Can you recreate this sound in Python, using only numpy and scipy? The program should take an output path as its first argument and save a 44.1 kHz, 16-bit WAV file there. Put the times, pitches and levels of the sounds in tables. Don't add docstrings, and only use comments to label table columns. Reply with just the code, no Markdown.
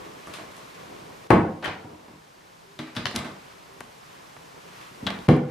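import sys
import numpy as np
from scipy import signal
from scipy.fft import rfft, irfft
from scipy.io import wavfile
from scipy.ndimage import uniform_filter1d

SR = 44100
rng = np.random.default_rng(int(sys.argv[2]) if len(sys.argv) > 2 else 0)


def bounce(signal):
    frames = np.transpose(np.atleast_2d(signal))
    limited = np.clip(frames, -1, 1)
    pcm = np.round(limited * 32767).astype(np.int16)
    wavfile.write(sys.argv[1], SR, pcm)


N = 242858
SECOND_DOOR_FROM_S, CLOSING_FROM_S = 2.5, 4.5
STRAY_RING_DB = -43


# t/s, panel/dB, thud/dB, knock/dB, clack/dB, tick/dB, contact t60/ms, L-R/dB
SLAMS = [(1.304, 0.5, -1.5, -0.5, -19.5, -23.5, 38, 12.5), (5.283, -6.5, -38, -17, -31, -41, 77, 16),
         (5.288, 5.5, -6.5, -2, -12.5, -20, 17, 9.5)]


def slams(mix):
    for t_s, panel_db, thud_db, knock_db, clack_db, tick_db, contact_ms, pan_db in SLAMS:
        strike(mix, t_s, panel_db, thud_db, knock_db, clack_db, clack_db + STRAY_RING_DB, tick_db,
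               metal=fitting(t_s), dull_hz=960, rise_ms=1, contact_ms=contact_ms,
               echo_db=-0.7, pan_db=pan_db, ring_share=0.82, size=2 ** 14)


# t/s, panel/dB, thud/dB, knock/dB, clack/dB, metal ring/dB, tick/dB,
# contact t60/ms, L-R/dB, share of panel t60
CATCH_GRIPS = [(1.641, -60, -35.5, -23.5, -45, -20, -40.5, 150, 13.5, .35),
               (1.657, -32, -32, -15.5, -24, -15, -41, 22, -8, 0.29),
               (1.678, -22, -50, -21, -26, -39, -52, 28, -8, 0.26),
               (2.79, -24.5, -41, -28, -30, -24, -40, 32, 3.5, 0.82),
               (2.868, -51, -52, -37, -42, -56, -54, 96, -1, 0.36),
               (2.966, -25, -27, -23, -23.5, -18.5, -40, 31, 5, 0.24),
               (5.067, -33, -31, -20.5, -33, -15.5, -65, 42, 5, 1.3)]


def catch_grips(mix):
    for t_s, *levels_db, contact_ms, pan_db, ring_share in CATCH_GRIPS:
        strike(mix, t_s, *levels_db, metal=fitting(t_s), dull_hz=2400, rise_ms=2.54,
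               contact_ms=contact_ms, echo_db=-1, pan_db=pan_db, ring_share=ring_share)


# f/Hz, level/dB, t60/s
TAP_METAL = [(1690, -23, .012), (1670, -1.5, 0.022), (1910, 7, 0.011), (2170, -5, 0.0078),
             (3150, 5, 0.0077)]
# t/s, panel/dB, knock/dB, clack/dB, clack pitch factor, metal ring/dB, tick/dB,
# echo/dB, L-R/dB
TAPS = [(.271, -38, -38, -48, 1.01, -60, -38.5, 0.5, -1), (0.385, -43, -35.5, -50, 0.78, -70, -55, 5, -9),
        (2.082, -36.5, -37.5, -47, 1.01, -60, -65, -0.5, -2), (2.952, -71, -36.5, -34, 1.4, -46, -36, 8, 6),
        (3.056, -26.5, -19, -10.5, 1.23, -14.5, -27, -4.5, 7),
        (3.067, -54, -27, -47, 0.81, -21, -33, -2, -13), (3.112, -44, -26.5, -43, 1.1, -53, -34, -4.5, -1),
        (3.152, -51, -50, -29, 1.7, -55, -30, -8, 0), (3.157, -29, -28, -23, 0.75, -50, -28.5, 7.5, -2),
        (3.161, -26.5, -39, -8.5, 1.6, -34, -12, -27, 2), (3.19, -46, -49, -23, 1.2, -45, -28, -13, 0),
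        (3.806, -41.5, -25, -33.5, 1.14, -59, -28.5, -12, 5),
        (4.364, -48, -35, -40, 0.62, -68.5, -56, -22, -5),
        (5.104, -48, -27.5, -20.5, 0.93, -50.5, -36, -15, -6),
        (5.189, -36, -49, -31.5, 0.91, -61, -45, -8, -0.5), (5.366, -41, -28, -37, 1.2, -56, -32, -16, 0),
        (5.489, -49, -33.5, -42, 1.2, -64, -60, 7, 7)]


def taps(mix):
    for t_s, panel_db, knock_db, clack_db, pitch, ring_db, tick_db, echo_db, pan_db in TAPS:
        strike(mix, t_s, panel_db, panel_db - 4.5, knock_db, clack_db, ring_db, tick_db,
               metal=TAP_METAL, dull_hz=1730, rise_ms=0.75, contact_ms=21.3,
               echo_db=echo_db, pan_db=pan_db, ring_share=0.44, clack_pitch=pitch)


# t/s, panel/dB, knock/dB, clack/dB, tick/dB, rise/ms, contact t60/ms, L-R/dB
SCUFFS = [(0.336, -51, -38, -34.5, -37.5, 7, 36, 9), (.565, -64, -43, -39.5, -43, 2.4, 27, -4),
          (1.624, -47, -23, -30, -50, 30, 45.4, 2), (3.143, -24.5, -29, -43, -47, 1.8, 62, 2),
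          (3.19, -43, -33, -44, -52, 3.6, 33, -2), (3.245, -34.5, -28.5, -34.5, -46, 1.7, 84, -6)]


def scuffs(mix):
    for t_s, panel_db, knock_db, clack_db, tick_db, rise_ms, contact_ms, pan_db in SCUFFS:
        strike(mix, t_s, panel_db, panel_db - 6, knock_db, clack_db, clack_db + STRAY_RING_DB, tick_db,
               metal=fitting(t_s), dull_hz=1500, rise_ms=rise_ms, contact_ms=contact_ms,
               echo_db=0.7, pan_db=pan_db, ring_share=0.71)


# t/s, panel/dB
BUMPS = [(1.012, -46), (1.844, -31.5), (1.93, -36.5), (2.131, -40.5), (4.91, -47), (5.026, -33),
         (5.057, -29.5)]
BUMP_HARD_DB = -34


def bumps(mix):
    for t_s, panel_db in BUMPS:
        hard_db = panel_db + BUMP_HARD_DB
        strike(mix, t_s, panel_db, panel_db + 1.5, hard_db, hard_db, hard_db + STRAY_RING_DB, hard_db,
               metal=fitting(t_s), dull_hz=770, rise_ms=9.4, contact_ms=4.3,
               echo_db=-4.5, pan_db=0, ring_share=0.38)


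# low f/Hz, high f/Hz, share of contact t60
THUD = (69.4, 288, 9.1)
KNOCK = (400, 2810, 1.13)
CLACK = (1700, 4610, 0.53)
TICK = (5520, 11350, 0.51)
PANEL_ECHO_DB, METAL_ECHO_DB = -3.5, -11


def strike(mix, t_s, panel_db, thud_db, knock_db, clack_db, ring_db, tick_db, metal, dull_hz,
           rise_ms, contact_ms, echo_db, pan_db, ring_share, clack_pitch=1, size=2 ** 13):
    t = np.arange(size) / SR
    door = np.array(panel(t_s)) * [1, 1, ring_share]
    clack_band = np.multiply(CLACK, [clack_pitch, np.sqrt(clack_pitch), 1])
    dull = signal.butter(2, dull_hz, fs=SR)
    fade = np.clip((t[-1] - t) / 0.067, 0, 1)

    def at_level(level_db, layer):
        return from_db(level_db) * peak_one(layer) * fade

    deep = at_level(panel_db, swell(t, rise_ms) * ringing(door, t, uneven_db=2.5, crowding=.06))
    deep += at_level(thud_db, chatter(THUD, t, rise_ms, contact_ms))
    ring = at_level(ring_db, rattling(metal, t, rise_ms, contact_ms))
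    bright = at_level(knock_db, signal.lfilter(*dull, chatter(KNOCK, t, rise_ms, contact_ms)))
    bright += at_level(clack_db, chatter(clack_band, t, rise_ms, contact_ms))
    bright += at_level(tick_db, chatter(TICK, t, rise_ms, contact_ms))

    start = round(t_s * SR)
    span = mix[:, start:start + size]
    left_db, right_db = pan_db / 2, -pan_db / 2
    span += deep * from_db([[0], [0], [echo_db + PANEL_ECHO_DB]])
    span += bright * from_db([[left_db], [right_db], [echo_db]])
    span += ring * from_db([[left_db], [right_db], [echo_db + METAL_ECHO_DB]])


def contacts():
    mix = np.zeros((3, N + SR))
    for kind in (slams, catch_grips, taps, scuffs, bumps):
        kind(mix)
    return mix[:2, :N], mix[2, :N]


# f/Hz, level/dB, t60/s before the contact's ring share
LOW_DOOR = [(92, -12, 0.79), (128.5, -17, 0.5), (162, -7.5, 0.81), (194, -2, 0.39), (265.5, 4.5, 0.14),
            (298.2, 2, 0.57), (336.6, -3, 0.48), (437, -10, 0.99), (529, -4, 0.58), (640.5, 4, 0.094),
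            (685.3, -2, 0.37), (759, -1.5, 0.5), (961, 2.5, 0.32), (1073, -5.5, 0.45)]
OPEN_DOOR = [(143.3, -2.5, 0.29), (246.5, -0.5, 0.23), (314.4, -7, 0.21), (423.3, -11.5, 0.24),
             (706, -8, .06)]
HELD_DOOR = [(85.6, -7.5, 0.17), (199.5, 2, 0.18), (221, -7, 0.39), (251, -2, 0.24), (396, -9, 0.18)]
HIGH_DOOR = [(91, -25, 0.11), (139, -3, 0.22), (152, 3, 0.31), (188, -2.5, 0.16), (248.4, 3.5, 0.22),
             (280, -6.5, 0.15), (319, -3, 0.2), (395, -6.5, 0.15), (501, -0.5, 0.26), (539, -6.5, 0.13),
             (651, -15, 0.064), (774, -6, 0.11)]


def panel(t_s):
    if t_s < SECOND_DOOR_FROM_S:
        return LOW_DOOR
    if t_s < CLOSING_FROM_S:
        return OPEN_DOOR
    return HELD_DOOR if t_s < SLAMS[-2][0] else HIGH_DOOR


# f/Hz, level/dB, t60/s
LOW_CATCH = [(1010, -13, .01), (1480, -8, 0.0073), (1790, 10, 0.0089), (2470, 2, 0.0093), (3070, 4, 0.022),
             (3300, -12, 0.016)]
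HANDLE = [(1840, -12, .015), (2200, 1.5, 0.013), (3550, 9, 0.01), (3730, 10, 0.016), (4260, -5, 0.009),
          (4600, 1, 0.01)]
HIGH_CATCH = [(1780, -7, 0.015), (3350, 14, 0.031), (3330, 11, 0.018), (3800, 13, 0.029), (3880, -1, 0.013),
              (4350, -20, 0.01)]


def fitting(t_s):
    if t_s < SECOND_DOOR_FROM_S:
        return LOW_CATCH
    return HANDLE if t_s < CLOSING_FROM_S else HIGH_CATCH


NEIGHBOUR_DB = -6


def ringing(modes, t, uneven_db, crowding):
    hz, level_db, t60_s = np.transpose(modes)[:, :, None]
    strength = from_db(level_db + uneven_db * rng.standard_normal(hz.shape))
    spread = rng.uniform(0.25, 1, (2, *hz.shape)) * [[[1]], [[-1]]]
    apart_hz = crowding * hz * (hz / 1000) ** 2 * spread
    neighbours = np.sin(2 * np.pi * (hz + apart_hz) * t).sum(axis=0)
    crowd = np.sin(2 * np.pi * hz * t) + from_db(NEIGHBOUR_DB) * neighbours
    return np.sum(strength * from_db(-60 * t / t60_s) * crowd, axis=0)


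SNAP = 6.2


def chatter(band, t, rise_ms, contact_ms):
    low_hz, high_hz, t60_share = band
    t60_ms = max(t60_share * contact_ms, 1)
    touches = rng.standard_normal(len(t)) * from_db(-60000 * t / t60_ms) * swell(t, rise_ms)
    touches[1] += SNAP * np.exp(-rise_ms / 1.19)
    spectrum = rfft(touches)
    smooth_power = uniform_filter1d(np.abs(spectrum) ** 2, size=len(t) // 320)
    touches = irfft(spectrum / np.sqrt(smooth_power), len(t))
    return signal.sosfilt(signal.butter(3, [low_hz, high_hz], "band", fs=SR, output="sos"), touches)


FIRST_TOUCH = 3.54


def rattling(metal, t, rise_ms, contact_ms):
    decay = from_db(-60000 * t / max(contact_ms, 1))
    touches = rng.standard_normal(len(t)) * decay * swell(t, rise_ms)
    touches[1] += FIRST_TOUCH
    modes = ringing(metal, t, uneven_db=2, crowding=.002)
    return signal.fftconvolve(touches, modes)[:len(t)]


def swell(t, rise_ms):
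    return (1 - np.exp(-1000 * t / max(rise_ms, .05))) ** 1.27


# f/Hz, t60/s
WALLS = [(60, 0.45), (160, 0.45), (420, 0.55), (1100, 0.45), (2900, 0.39), (7700, 0.35), (15000, 0.13)]
# f/Hz, side minus mid level/dB
ECHO_WIDTH = [(60, -23), (130, -26), (290, -16), (640, -6.5), (1410, -5), (3100, -4.5), (6820, 0),
              (15000, -12)]
FIRST_ECHO_S, WALLS_BASS_HZ = 0.0081, 202


def kitchen(feed):
    size = 2 ** 15
    t, hz = np.arange(size) / SR, np.arange(size // 2 + 1) * SR / size
    white = rfft(coloured([(1, 0), (SR, 0)], size, ECHO_WIDTH))
    echoes = 0
    for centre_hz in 40 * 2 ** np.arange(0, 9, .5):
        octaves = np.abs(np.log2(np.maximum(hz, 1) / centre_hz))
        band = np.maximum(1 - 2 * octaves, 0)
        echoes = echoes + irfft(white * band, size) * from_db(-60 * t / at_hz(WALLS, centre_hz))
    echoes *= np.clip(t / FIRST_ECHO_S, 0, 1) ** 2
    echoes /= np.sqrt(np.sum(np.mean(echoes, axis=0) ** 2))
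    feed = signal.lfilter(*signal.butter(1, WALLS_BASS_HZ, "high", fs=SR), feed)
    return signal.fftconvolve(feed[None], echoes, axes=1)[:, :N]


# t/s, peak level/dB, f/Hz, t60/s of the noise
CREAKS = [(0.27, -36, 1190, 0.19), (0.331, -40, 1140, .15)]
CREAK_WIDTH_HZ = 180


def creaks():
    t, out = np.arange(SR // 4) / SR, np.zeros(N + SR)
    for t_s, level_db, hz, t60_s in CREAKS:
        slips = rng.standard_normal(len(t)) * from_db(-60 * t / t60_s)
        resonance = signal.iirpeak(hz, hz / CREAK_WIDTH_HZ, fs=SR)
        start = round(t_s * SR)
        out[start:start + len(t)] += from_db(level_db) * peak_one(signal.lfilter(*resonance, slips))
    return out[:N]


# t/s, length/s, level/dB before waver, lowest f/Hz, highest f/Hz
GROANS = [(2.65, 0.16, -50.5, 356, 406), (3.691, 0.123, -53, 377, 394)]
GROAN_ROUGH = .4


def groans():
    out = np.zeros(N)
    for t_s, length_s, level_db, low_hz, high_hz in GROANS:
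        arch = np.sin(np.pi * np.arange(round(length_s * SR)) / (length_s * SR))
        waver = 1 + GROAN_ROUGH * drift(36)[:len(arch)]
        tone = np.sin(2 * np.pi * np.cumsum(low_hz + (high_hz - low_hz) * arch) / SR)
        start = round(t_s * SR)
        out[start:start + len(arch)] += from_db(level_db) * np.sqrt(arch) * waver * tone
    return out


# t/s, rumble level/dB before drift
MOVING = [(0, -46), (.25, -51), (.75, -52), (.95, -49), (1.3, -50.5), (1.9, -48), (2.25, -56), (3.4, -54.5),
          (3.9, -55.5), (4.4, -56), (4.85, -56), (5.1, -50.5), (5.5, -54.5)]
# f/Hz, relative level/dB per Hz
RUMBLE = [(24, -36), (40, -5), (161, 0), (212, 1.5), (426, 4.5), (692, -3.5), (1110, -5), (1700, -16.5),
          (3300, -120)]
RUSTLE = [(350, -23), (600, -15), (1020, 4.5), (1100, 6.5), (1240, 1), (2490, 1), (14000, -21)]
# t/s, level/dB at the top before drift, half length/s
SWELLS = [(0.36, -53.5, 0.38), (0.76, -56, 0.41), (3.39, -57.5, 0.59), (4.11, -59, 0.24),
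          (4.807, -52.5, 0.3), (5.5, -55, 1)]
# f/Hz, side minus mid level/dB
BACKGROUND_WIDTH = [(60, -9), (130, -7), (290, -6.5), (640, 6), (1410, 1.5), (3100, -4.5), (6820, -5),
                    (15000, -9.5)]
RUSTLE_DB = -6.5


def moving():
    t = np.arange(N) / SR
    rumble_db = np.interp(t, *np.transpose(MOVING))
    cloth = from_db(rumble_db + RUSTLE_DB)
    for t_s, level_db, half_s in SWELLS:
        cloth = cloth + from_db(level_db) * np.clip(1 - np.abs(t - t_s) / half_s, 0, 1) ** 2
    rumble = from_db(rumble_db + 2.9 * drift(24.885)) * coloured(RUMBLE, N, BACKGROUND_WIDTH)
    rustle = cloth * from_db(1.64 * drift(60)) * coloured(RUSTLE, N, BACKGROUND_WIDTH)
    return rumble + rustle


# f/Hz, relative level/dB per Hz
HISS = [(18, -38), (30, -5), (70, -12.5), (170, 0), (210, -11), (303, -12.5), (336, -21), (384, -13.5),
        (684, -11), (1010, -8), (1280, -11), (5590, -18.5), (16000, -31.5)]
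HISS_DB = -52


def hiss():
    return from_db(HISS_DB) * coloured(HISS, N, BACKGROUND_WIDTH)


def from_db(db):
    return 10 ** (np.asarray(db) / 20)


def at_hz(points, hz):
    hz_points, values = np.transpose(points)
    return np.interp(np.log(np.maximum(hz, 1)), np.log(hz_points), values)


def coloured(spectrum, size, width=None):
    hz = np.arange(size // 2 + 1) * SR / size
    mid, side = rfft(rng.standard_normal((2, size))) * from_db(at_hz(spectrum, hz))
    scale = np.std(irfft(mid, size))
    if width is None:
        return irfft(mid, size) / scale
    return irfft(mid + side * from_db(at_hz(width, hz)) * [[1], [-1]], size) / scale


def drift(rate_hz):
    knots = rng.standard_normal(400)
    return np.interp(np.arange(N) / SR * rate_hz, np.arange(len(knots)), knots)


def peak_one(x):
    return x / np.max(np.abs(x))


def scene():
    direct, feed = contacts()
    return direct + kitchen(feed) + creaks() + groans() + moving() + hiss()


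BASS_CUT_HZ, STOPBAND_FROM_HZ = 52, 16000
BLOCK_S, BLOCK_START_S = .04, .033
CEILING_DB, RECOVERY_DB_S = -8, 2.1


def record(dry):
    dry = signal.sosfilt(signal.butter(2, BASS_CUT_HZ, "high", fs=SR, output="sos"), dry)
    block = ((np.arange(N) / SR - BLOCK_START_S) // BLOCK_S).astype(int) + 1
    power = np.zeros(block[-1] + 1)
    np.maximum.at(power, block, uniform_filter1d(np.mean(dry ** 2, axis=0), size=400))
    over_db = np.maximum(10 * np.log10(power + 1e-12) - CEILING_DB, 0)
    creep_db = RECOVERY_DB_S * BLOCK_S * np.arange(len(power))
    cut_db = np.maximum.accumulate(over_db + creep_db) - creep_db
    gain = uniform_filter1d(from_db(-cut_db[block]), size=60)
    low_pass = signal.cheby2(12, 60, STOPBAND_FROM_HZ, fs=SR, output="sos")
    return np.clip(signal.sosfilt(low_pass, np.clip(dry * gain, -1, 1)), -1, 1)


dry = scene()
out = record(dry)
bounce(out)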